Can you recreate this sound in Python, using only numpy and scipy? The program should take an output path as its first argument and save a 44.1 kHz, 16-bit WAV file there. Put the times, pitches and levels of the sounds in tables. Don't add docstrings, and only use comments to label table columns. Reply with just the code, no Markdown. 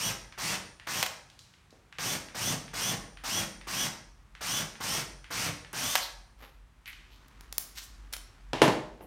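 import sys
import numpy as np
from scipy import signal
from scipy.fft import rfft, irfft
from scipy.io import wavfile

SR = 44100
rng = np.random.default_rng(int(sys.argv[2]) if len(sys.argv) > 2 else 0)


def store_pcm(level_fs):
    pcm = np.round(np.clip(level_fs, -1, 1) * 32767).astype(np.int16)
    wavfile.write(sys.argv[1], SR, np.atleast_2d(pcm).T)


N = 399546
T = np.arange(N) / SR


def undb(db):
    return 10 ** (np.asarray(db) / 20)


def unit(x):
    return x / np.sqrt(np.mean(x ** 2))


def blow(x):
    return x * np.sqrt(.005 * SR / np.sum(x ** 2))


def lookup(points, hz):
    point_hz, value = np.transpose(points)
    return np.interp(np.log(np.maximum(hz, 1)), np.log(point_hz), value)


def colour(x, points, size=4096):
    gain = undb(lookup(points, np.fft.rfftfreq(size, 1 / SR)))
    cepstrum = irfft(np.log(gain))
    cepstrum[1:size // 2] *= 2
    cepstrum[size // 2 + 1:] = 0
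    response = irfft(np.exp(rfft(cepstrum)))
    return signal.fftconvolve(x, response / np.linalg.norm(response))[:len(x)]


def resonance(x, hz, width_hz):
    warped_rate = .5 / np.tan(np.pi * min(hz / SR, .45))
    b, a = signal.bilinear([width_hz / hz, 0], [1, width_hz / hz, 1], warped_rate)
    return signal.lfilter(b, a, x)


def soften(x, cutoff_hz):
    return signal.sosfilt(signal.butter(1, cutoff_hz, fs=SR, output="sos"), x)


def fade(t60):
    return np.exp(-np.log(1000) * T[:SR] / t60)


def swell(start, rise, decay):
    return np.clip((T - start) / rise, 0, 1) * np.exp(-np.maximum(T - start - rise, 0) / decay)


def contact(t60, grit):
    burst = rng.standard_normal(SR) * fade(t60)
    burst *= grit / np.linalg.norm(burst)
    burst[0] += 1
    flattened = irfft(np.exp(1j * np.angle(rfft(burst))))
    return flattened * (T[:SR] < .5)


def ring(modes):
    return blow(sum((-1) ** k * undb(db) * fade(t60) * np.sin(2 * np.pi * hz * T[:SR])
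                    for k, (hz, db, t60) in enumerate(modes)))


def walk(rate):
    return np.interp(T * rate, np.arange(N), rng.standard_normal(N)) * np.sqrt(3 / 2)


def grains(rate, spread_db):
    clicks = (rng.random(N) < rate / SR) * rng.choice([-1, 1], N)
    return unit(clicks * undb(spread_db * np.clip(rng.standard_normal(N), -2, 2)))


def add(out, start, x):
    i = int(start * SR)
    out[i:i + len(x)] += x[:N - i]


# frequency in Hz, relative density in dB.
AIR_COLOUR = [(20, -52), (40, -5), (60, 5.5), (120, 3), (250, -7), (500, -16), (1100, -11), (2200, -15.5),
              (5000, -25), (9000, -28), (16000, -39.5)]
# time in seconds, level in dB.
DRONE_LEVELS = [(0, -57), (1.5, -72), (2.5, -58), (3.5, -55.5), (5, -55.5), (6.5, -55), (7.4, -52),
                (8.5, -53)]

def room_tone():
    air = colour(rng.standard_normal(N), AIR_COLOUR) * undb(.8 * walk(3))
    rumble = resonance(rng.standard_normal(N), hz=46, width_hz=15)
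    drone = unit(resonance(rumble, hz=47.1, width_hz=10))
    drone_db = np.interp(T, *np.transpose(DRONE_LEVELS))
    return undb(-62.5) * air + undb(drone_db) * drone


# frequency in Hz, relative density in dB.
BACKGROUND_SWELL_COLOUR = [(100, -16), (260, 5), (550, -7), (1200, 0.5), (2500, -5.5), (6000, -15),
                           (16000, -36)]

def background_swell(grain):
    return undb(-62.5) * swell(start=6.7, rise=.7, decay=1.9) * colour(grain, BACKGROUND_SWELL_COLOUR)


# frequency in Hz, time to fall 60 dB in seconds.
ROOM_DECAY = [(100, 0.54), (400, 0.7), (1200, 0.57), (3000, 0.47), (6000, 0.53), (10000, 0.4),
              (16000, 0.25)]

def reflections(x):
    hz, _, bins = signal.stft(rng.standard_normal(SR), SR, nperseg=256)
    age = np.linspace(0, 1, bins.shape[1])
    decay = undb(-60 * age / lookup(ROOM_DECAY, hz)[:, None])
    tail = signal.istft(bins * decay, SR)[1][:SR]
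    tail *= np.clip((T[:SR] - .003) / .011, 0, 1)
    return signal.fftconvolve(x, tail / np.linalg.norm(tail))[:N]


# start and length in seconds, level in dB, centre and width in Hz.
RUBS = [(6.003, 0.059, -37, 4160, 1400), (6.375, .11, -51.5, 690, 3030), (6.864, 0.034, -39, 2100, 950),
        (7.09, 0.086, -61.5, 2930, 2200), (7.75, 0.059, -41, 3240, 8000), (7.815, 0.045, -53, 6900, 12000),
        (8.124, 0.024, -36, 2940, 9400), (9.005, .06, -52.5, 380, 350)]

def sliding(friction):
    skin_hiss = undb(-10) * unit(resonance(friction, hz=11800, width_hz=4300))
    out = np.zeros(N)
    for start, length, db, hz, width_hz in RUBS:
        band = resonance(friction, hz, width_hz)
        scrape = unit(resonance(band, hz, 1.25 * width_hz))
        rise = .54 * length
        out += undb(db) * swell(start, rise, length - rise) * (scrape + skin_hiss)
    return out


def tap(hz):
    push = contact(t60=.014, grit=3.8)
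    buzz = .025 * rng.standard_normal(SR) * fade(.62)
    band = resonance(push + buzz, hz, .91 * hz)
    return blow(resonance(band, hz, 1.7 * hz))


# start in seconds, level in dB, centre in Hz.
TAPS = [(0.873, -31, 1470), (1.3, -50.5, 3600), (1.391, -45.5, 4480), (1.538, -53.5, 2530),
        (1.706, -55.5, 4499), (1.727, -49, 373), (1.985, -32.5, 2197), (5.73, -41, 9120),
        (6.858, -41.5, 2550), (6.879, -43.5, 2340), (6.93, -43.5, 2300), (7.16, -60, 3800),
        (7.785, -41, 4650), (8.533, -29.5, 2640)]

def light_taps():
    out = np.zeros(N)
    for start, db, hz in TAPS:
        add(out, start, undb(db) * tap(hz))
    return out


# frequency in Hz, relative level in dB, t60 in seconds.
GRIPPED_MODES = [(9100, 0, 1.1), (9140, -1, .9), (9190, -1, .8), (9030, -3, .6), (14900, -5, .3)]

def gripped_bit(shaking):
    return undb(-68) * unit(signal.fftconvolve(shaking, ring(GRIPPED_MODES))[:N])


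# frequency in Hz, relative level in dB, t60 in seconds.
BIT_MODES = [(3400, -9, .15), (5512, -3, .2), (5870, -6, .15), (9150, -1, .22), (10200, -2, .33),
             (11800, -3, .22)]

def bit_clink():
    return ring(BIT_MODES)


# frequency in Hz, relative density in dB.
CHUCK_COLOUR = [(200, -24), (700, -11), (1500, -13), (3000, -11), (5500, -4), (8000, -8), (10300, -2),
                (12000, -4), (14000, 0), (16000, 0), (17000, -5)]
# start in seconds, gain in dB, relative steel ring in dB, cut-off in Hz.
CHUCK_CLICKS = [(7.282, -54, -23, 8950), (7.409, -36.5, -27, 2520), (7.526, -27.5, -29, 4770),
                (7.5813, -21.5, -37, 19200), (8.128, -30.5, -7.5, 4000), (8.136, -29, -23, 3950),
                (8.166, -30, -18, 3530)]

def chuck():
    out = np.zeros(N)
    for start, db, ring_db, cutoff_hz in CHUCK_CLICKS:
        click = blow(colour(contact(t60=.012, grit=2.5), CHUCK_COLOUR))
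        add(out, start, undb(db) * (soften(click, cutoff_hz) + undb(ring_db) * bit_clink()))
    return out


# frequency in Hz, relative density in dB.
KNOCK_COLOUR = [(35, -47), (60, -19), (136, -4), (417, -3), (785, -4.5), (862, -3), (1380, -12.5),
                (2140, -12.5), (2580, -17), (2770, -14.5), (7750, -29.5), (9790, -32.5), (10800, -38),
                (16000, -45)]
# frequency in Hz, relative level in dB, t60 in seconds.
TABLE_MODES = [(123, 3, 0.43), (145, -13, .4), (177.4, 0, 0.29), (228, -3.5, 0.62), (245, -5, 0.54),
               (321.4, 9.5, 0.57), (370, -10, .45), (419, 4, 0.4), (540, -21, 0.49), (612, 6, 0.52),
               (874, -15, 0.36), (1002, 9, 0.24), (1066, -3, 0.32), (2724, 10.5, 0.11)]
# start in seconds, gain in dB, cut-off in Hz, relative steel ring in dB.
KNOCKS = [(8.5322, -26, 3480, -50), (8.618, -10.5, 14000, -22), (8.679, -19.5, 11700, -47),
          (9.008, -42, 890, -25)]

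def table_knocks():
    out = np.zeros(N)
    for start, db, cutoff_hz, ring_db in KNOCKS:
        crack = blow(colour(contact(t60=.036, grit=2.06), KNOCK_COLOUR))
        wash = blow(colour(rng.standard_normal(SR) * fade(.37), KNOCK_COLOUR))
        body = crack + undb(1) * wash + undb(-3.5) * ring(TABLE_MODES)
        add(out, start, undb(db) * (soften(body, cutoff_hz) + undb(ring_db) * bit_clink()))
    return out


# frequency in Hz, relative density in dB.
SNAG_COLOUR = [(150, -41), (400, -6.5), (650, 3.5), (1500, 4.5), (3200, 3), (5500, -3.5), (8000, -6),
               (11500, -13.5), (14000, -4), (16000, -25)]
# start in seconds, level in dB.
SNAGS = [(1.0282, -21), (1.036, -30), (1.063, -29), (5.9544, -18.5), (5.9598, -24), (5.98, -35)]

def snags():
    out = np.zeros(N)
    for start, db in SNAGS:
        catch = blow(colour(contact(t60=.018, grit=1.7), SNAG_COLOUR))
        add(out, start, undb(db) * catch)
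    return out


# switch time, motor start and run length
# in seconds, top speed in Hz, relative whine and cutting levels in dB.
PULLS = [(-.12, -.06, .2, 351.1, 1, -0.5), (0.324, 0.377, 0.2, 291.8, -6, -2),
         (.798, 0.869, .187, 354.5, -6, -2), (1.9254, 1.985, 0.2, 368.2, -1.5, -0.5),
         (2.286, 2.346, .221, 358, -0.5, 2), (2.68, 2.734, .23, 353.6, 0, 1),
         (3.172, 3.237, 0.22, 349.4, 0.5, -0.5), (3.612, 3.67, 0.23, 348, 0, -1.5),
         (4.351, 4.408, .24, 354, -0.5, -2.5), (4.754, 4.803, .23, 337.7, -2.5, 0),
         (5.243, 5.304, 0.21, 299.3, -6, 0), (5.647, 5.731, .29, 357.8, -5.5, -2.5)]
LIFTS_S = [1.005, 5.875]
SPIN_UP_S, RUN_DOWN_S, TAKE_UP_S = .041, .09, .0028
LET_GO_S, CLEAR_S = .012, .026
FULL_SPEED_HZ, RASP_DB_PER_HZ = 352, .0709

def motor_drive():
    speed, rattle, whine, cut, rasp = np.zeros((5, N))
    for _, start, length, top_hz, whine_db, cut_db in PULLS:
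        age = np.maximum(T - start, 0)
        rise = 1 - np.exp(-age / SPIN_UP_S)
        fall = 1 - np.clip((age - length) / RUN_DOWN_S + 1, 0, 1) ** 3
        speed += top_hz * rise * fall
        torque = np.minimum(age / TAKE_UP_S, 1) * fall ** 1.03
        rattle += torque * (.41 + .23 * rise ** 2)
        whine += undb(whine_db) * (rise * fall ** 2) ** 4.6
        in_wood_s = min([length - LET_GO_S] + [lift - start for lift in LIFTS_S if lift > start])
        engaged = np.clip((in_wood_s - age) / CLEAR_S + .5, 0, 1)
        depth = np.minimum(age / in_wood_s, 1) ** .57 * engaged
        cut += undb(cut_db) * depth
        rasp += undb(-7 + RASP_DB_PER_HZ * (FULL_SPEED_HZ - top_hz)) * depth
    return speed, rattle, whine, cut, rasp


def trigger_clicks():
    out = np.zeros(N)
    for switch_s, motor_s, *_ in PULLS:
        if switch_s > 0:
            add(out, switch_s, undb(-43) * tap(hz=1900))
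            add(out, motor_s, undb(-42) * tap(hz=1290))
    return out


# frequency in Hz, relative density in dB.
TIMBER_COLOUR = [(40, -32), (80, -2.5), (115, 3.5), (165, 4), (240, -0.5), (400, -8.5), (700, -5.5),
                 (2000, -38.5), (8000, -44)]

def cutting(cut, rasp):
    chatter = colour(cut * grains(420, spread_db=3), TIMBER_COLOUR)
    tearing = resonance(grains(2500, spread_db=1), hz=2280, width_hz=2100)
    fibres = unit(resonance(tearing, hz=1960, width_hz=2500))
    return undb(-39.5) * chatter + undb(-35.5) * rasp * fibres


# frequency in Hz, relative density in dB.
HOUSING_COLOUR = [(150, -21), (400, -13.5), (900, 1.5), (1500, -1), (2300, -4), (3200, -3), (4200, -2),
                  (5900, 2.5), (7200, -4.5), (9300, -3), (10500, -13), (14000, -5), (16000, -20.5)]

def gear_rattle(speed, turns, harmonics=54):
    planet_angle = 2 * np.pi * turns * 5 / 6
    phases = rng.uniform(0, 2 * np.pi, harmonics)
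    tooth_errors = sum(np.cos(k * planet_angle + phase) for k, phase in enumerate(phases, 1))
    tooth_errors *= undb(1.5 * walk(200)) * np.sqrt(2 / harmonics)
    loose_teeth = grains(7000, spread_db=4.5) * (1 + .29 * np.sin(planet_angle))
    gears = colour(loose_teeth + undb(-2.5) * tooth_errors, HOUSING_COLOUR)
    growl = 1.5 * resonance(gears, hz=1650, width_hz=1200)
    openness = np.minimum(speed / 340, 1) ** .2
    return growl + openness * (gears - growl)


# multiple of motor speed, relative level in dB, flutters per second.
MESH_BANDS = [(8.93, -2, 900), (17.75, -23, 900), (27.9, -21, 590), (36.64, -10, 500)]

def gear_mesh(turns):
    out = np.zeros(N)
    for multiple, db, rate in MESH_BANDS:
        phase = 2 * np.pi * multiple * turns
        out += undb(db) * (walk(rate) * np.sin(phase) + walk(rate) * np.cos(phase))
    return out


# multiple of motor speed, relative level in dB.
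WHINE_TONES = [(2.5, -5.5), (3.33, -26), (9, -2.5), (10, 1), (17, 1.5), (18, 3), (20, -13), (27.4, -2),
               (36.5, -17), (40, -19)]

def motor_whine(turns):
    return sum(undb(db + 2 * walk(90)) * np.sin(2 * np.pi * multiple * turns)
               for multiple, db in WHINE_TONES)


def drill():
    speed, rattle, whine, cut, rasp = motor_drive()
    turns = np.cumsum(speed * (1 + .009 * walk(500))) / SR
    tones = undb(-38.3) * whine * motor_whine(turns)
    buzz = undb(-42) * np.sqrt(rattle) * gear_mesh(turns)
    wood = cutting(cut, rasp)
    clatter = undb(-34) * rattle * gear_rattle(speed, turns)
    return tones, buzz + wood + clatter


def scene():
    whine, grind = drill()
    table = table_knocks()
    small = trigger_clicks() + light_taps() + snags() + chuck() + gripped_bit(grind)
    grain = grains(1500, spread_db=5)
    small += sliding(grain) + background_swell(grain)
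    spill = undb(-10) * whine + undb(-5.5) * grind + undb(-8.5) * small + undb(-12.5) * table
    return (whine + grind + small + table + reflections(spill) + room_tone())[None]


def record(dry):
    low_cut = signal.butter(2, 28, "high", fs=SR, output="sos")
    high_cut = signal.ellip(8, .2, 70, 16300, fs=SR, output="sos")
    return signal.sosfilt(high_cut, signal.sosfilt(low_cut, dry))


dry = scene()
out = record(dry)
store_pcm(out)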